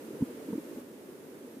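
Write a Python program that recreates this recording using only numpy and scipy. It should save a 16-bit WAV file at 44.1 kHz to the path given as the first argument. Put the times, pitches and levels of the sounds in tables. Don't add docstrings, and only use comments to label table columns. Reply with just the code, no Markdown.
import sys
import numpy as np
from scipy import signal
from scipy.fft import rfft, irfft, next_fast_len
from scipy.io import wavfile
from scipy.ndimage import map_coordinates

SR = 44100
rng = np.random.default_rng(int(sys.argv[2]) if len(sys.argv) > 2 else 0)


def transcribe(u):
    v = np.clip(np.atleast_2d(u).T, -1, 1)
    q = np.round(v * 32767).astype(np.int16)
    wavfile.write(sys.argv[1], SR, q)


N = 70560

# frequency in Hz, relative density in dB per Hz.
RUSH_SPECTRUM = [(20, -20), (42, -23), (80, -19), (140, -13), (185, -8), (250, 2), (340, -1), (470, -2.5),
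                 (600, -9.5), (720, -18.5), (900, -17), (1100, -20.5), (1800, -23.5), (3500, -34.5),
                 (8000, -57)]
# frequency in Hz, left-right correlation (1 = identical).
RUSH_LIKENESS = [(60, 1), (200, 0.89), (380, 0.92), (540, 0.8), (720, 0.26), (1200, 0.0046), (2400, -0.023)]
# frequency in Hz, left minus right in dB.
RUSH_BALANCE = [(60, -7.5), (200, 1), (400, -2.5), (700, 0.7), (1300, -4), (3000, -2)]
RUSH_DB, RUSH_FADE_DB_PER_S = -44.5, 0.6
SURGE_DB, FLUTTER_DB = -0.55, 0.4

# start in seconds, level in dB, pitch in Hz.
STRONG_GURGLES = [(0.077, -39, 296), (0.104, -34.5, 379), (0.688, -38.5, 318), (0.709, -37, 320),
                  (.779, -38, 288), (1.087, -34, 338), (1.258, -39, 258), (1.476, -37, 450),
                  (1.566, -34.5, 277)]
GURGLES_PER_S, GURGLE_DB, GURGLE_SCATTER_DB = 45, -47, 1.5
GURGLE_HZ, GURGLE_LOG_SPREAD = 334.7, 0.292
GURGLE_CYCLES = 1.57

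# start in seconds, level in dB, pitch in Hz, time to swell in seconds,
# low thud in dB against the hollow tone, clack in dB against the hollow tone.
STONE_CONTACTS = [(.203, -29, 267, 0.0072, -7.5, -30), (0.2167, -19, 251, 0.01, -4, -20.5),
                  (.484, -29.5, 304, 0.0048, -24, -16.5), (0.499, -31, 240, 0.0061, -26, -20),
                  (.516, -35, 231, 0.0055, -10, -21), (0.5258, -25.5, 217, 0.0066, -14, -10),
                  (.550, -27, 293, 0.0057, -16.5, -30), (.576, -25.5, 308, 0.0062, -24, -39)]
# frequency in Hz, level within the clack in dB, time to swell in seconds.
CLACK_MODES = [(448.7, 1, 0.0099), (937, -10.5, 0.0042)]
# frequency in Hz, relative density in dB per Hz.
GRIT_SPECTRUM = [(300, -30), (650, -5), (950, -1), (1200, -9), (2000, -20), (5000, -50)]
THUD_HZ, THUD_SWELL_S = 143, 0.0048
GRIT_DB, GRIT_SWELL_S = -16, 0.006
KNOCK_PAN_DB, CLACK_PAN_DB = -0.7, -1.5

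# frequency in Hz, relative density in dB per Hz.
HISS_SPECTRUM = [(100, 0), (1000, -0.5), (2500, -0.5), (4500, -3), (7000, -2.05), (11000, -0.5),
                 (14500, -1.5), (15300, -7), (15800, -30.5)]
HISS_DB, HISS_PAN_DB = -57.5, -1.5
WHINE_HZ, WHINE_DB = 11327, -73

SWELL_POWER = 2.6
STEP_S, STEP_LENGTH_S, STEP_DB = 0.802, 0.03, -3
LOW_CUT_HZ, TOP_HZ = 91, 15800


def rush():
    def mid_side_gains(hz):
        angle = np.arccos(np.clip(along(RUSH_LIKENESS, hz), -1, 1)) / 2
        return amp(along(RUSH_SPECTRUM, hz)) * [np.cos(angle), np.sin(angle)]

    mid, side = filtered(rng.standard_normal((2, N)), mid_side_gains)
    left_right = np.array([mid + side, mid - side])
    flow = unit(filtered(left_right, lambda hz: pan(along(RUSH_BALANCE, hz))))
    fade_db = RUSH_FADE_DB_PER_S * np.arange(N) / SR
    wobble_db = SURGE_DB * wobble(rate=7.8) + FLUTTER_DB * wobble(rate=50)
    return flow * amp(RUSH_DB - fade_db + wobble_db)


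def gurgles():
    out = np.zeros(N)
    times = np.cumsum(rng.exponential(1 / GURGLES_PER_S, 300))
    times = times[times < N / SR]
    levels_db = GURGLE_DB + GURGLE_SCATTER_DB * rng.standard_normal(len(times))
    pitches = GURGLE_HZ * np.exp(GURGLE_LOG_SPREAD * rng.standard_normal(len(times)))
    faint = list(zip(times, levels_db, pitches))
    for s, db, hz in faint + list(STRONG_GURGLES):
        add(out, s, amp(db) * ring(hz, GURGLE_CYCLES / hz))
    return out


def stones():
    out = np.zeros((2, N))
    modes = sum(amp(db) * ring(hz, swell_s) for hz, db, swell_s in CLACK_MODES)
    rub = amp(GRIT_DB) * swell(GRIT_SWELL_S)
    for s, db, hz, swell_s, thud_db, clack_db in STONE_CONTACTS:
        noise = rng.standard_normal((2, N))
        grit = unit(filtered(noise, lambda f: amp(along(GRIT_SPECTRUM, f))))[:, :len(rub)]
        clack = (modes + rub * grit) * pan(CLACK_PAN_DB)
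        thud = ring(THUD_HZ, THUD_SWELL_S)
        blow = ring(hz, swell_s) + amp(thud_db) * thud + amp(clack_db) * clack
        add(out, s, amp(db) * blow * pan(KNOCK_PAN_DB))
    return out


def camera_noise():
    hiss = unit(filtered(rng.standard_normal((2, N)), lambda hz: amp(along(HISS_SPECTRUM, hz))))
    whine = np.sin(2 * np.pi * WHINE_HZ * np.arange(N) / SR)
    right_only = np.array([np.zeros(N), whine])
    return amp(HISS_DB) * hiss * pan(HISS_PAN_DB) + amp(WHINE_DB) * right_only


def ring(hz, swell_s):
    envelope = swell(swell_s)
    return envelope * np.sin(2 * np.pi * hz * np.arange(len(envelope)) / SR)


def swell(swell_s):
    u = np.arange(SR // 10) / SR / swell_s
    return (u * np.exp(1 - u)) ** SWELL_POWER


def wobble(rate):
    knots = rng.standard_normal(256)
    return map_coordinates(knots, [np.arange(N) * rate / SR], mode="wrap")


def filtered(x, response):
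    m = next_fast_len(N + SR // 2)
    spectrum = rfft(x, m) * response(np.fft.rfftfreq(m, 1 / SR))
    return irfft(spectrum, m)[..., :N]


def along(points, hz):
    f, v = np.transpose(points)
    return np.interp(np.log(hz + 1), np.log(f + 1), v)


def amp(db):
    return 10 ** (np.asarray(db) / 20)


def unit(x):
    return x / np.sqrt(np.mean(x ** 2) + 1e-20)


def pan(db):
    return amp(np.array([[0.5], [-0.5]]) * db)


def add(track, s, sound):
    part = track[..., round(s * SR):][..., :sound.shape[-1]]
    part += sound[..., :part.shape[-1]]


def scene():
    return rush() + gurgles() + stones() + camera_noise()


def record(dry):
    low_cut = signal.butter(2, LOW_CUT_HZ, "highpass", fs=SR, output="sos")
    thin = signal.sosfilt(low_cut, dry)
    step = np.clip((np.arange(N) / SR - STEP_S) / STEP_LENGTH_S, 0, 1)
    return filtered(thin * amp(STEP_DB * step), lambda hz: hz < TOP_HZ)


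dry = scene()
out = record(dry)
transcribe(out)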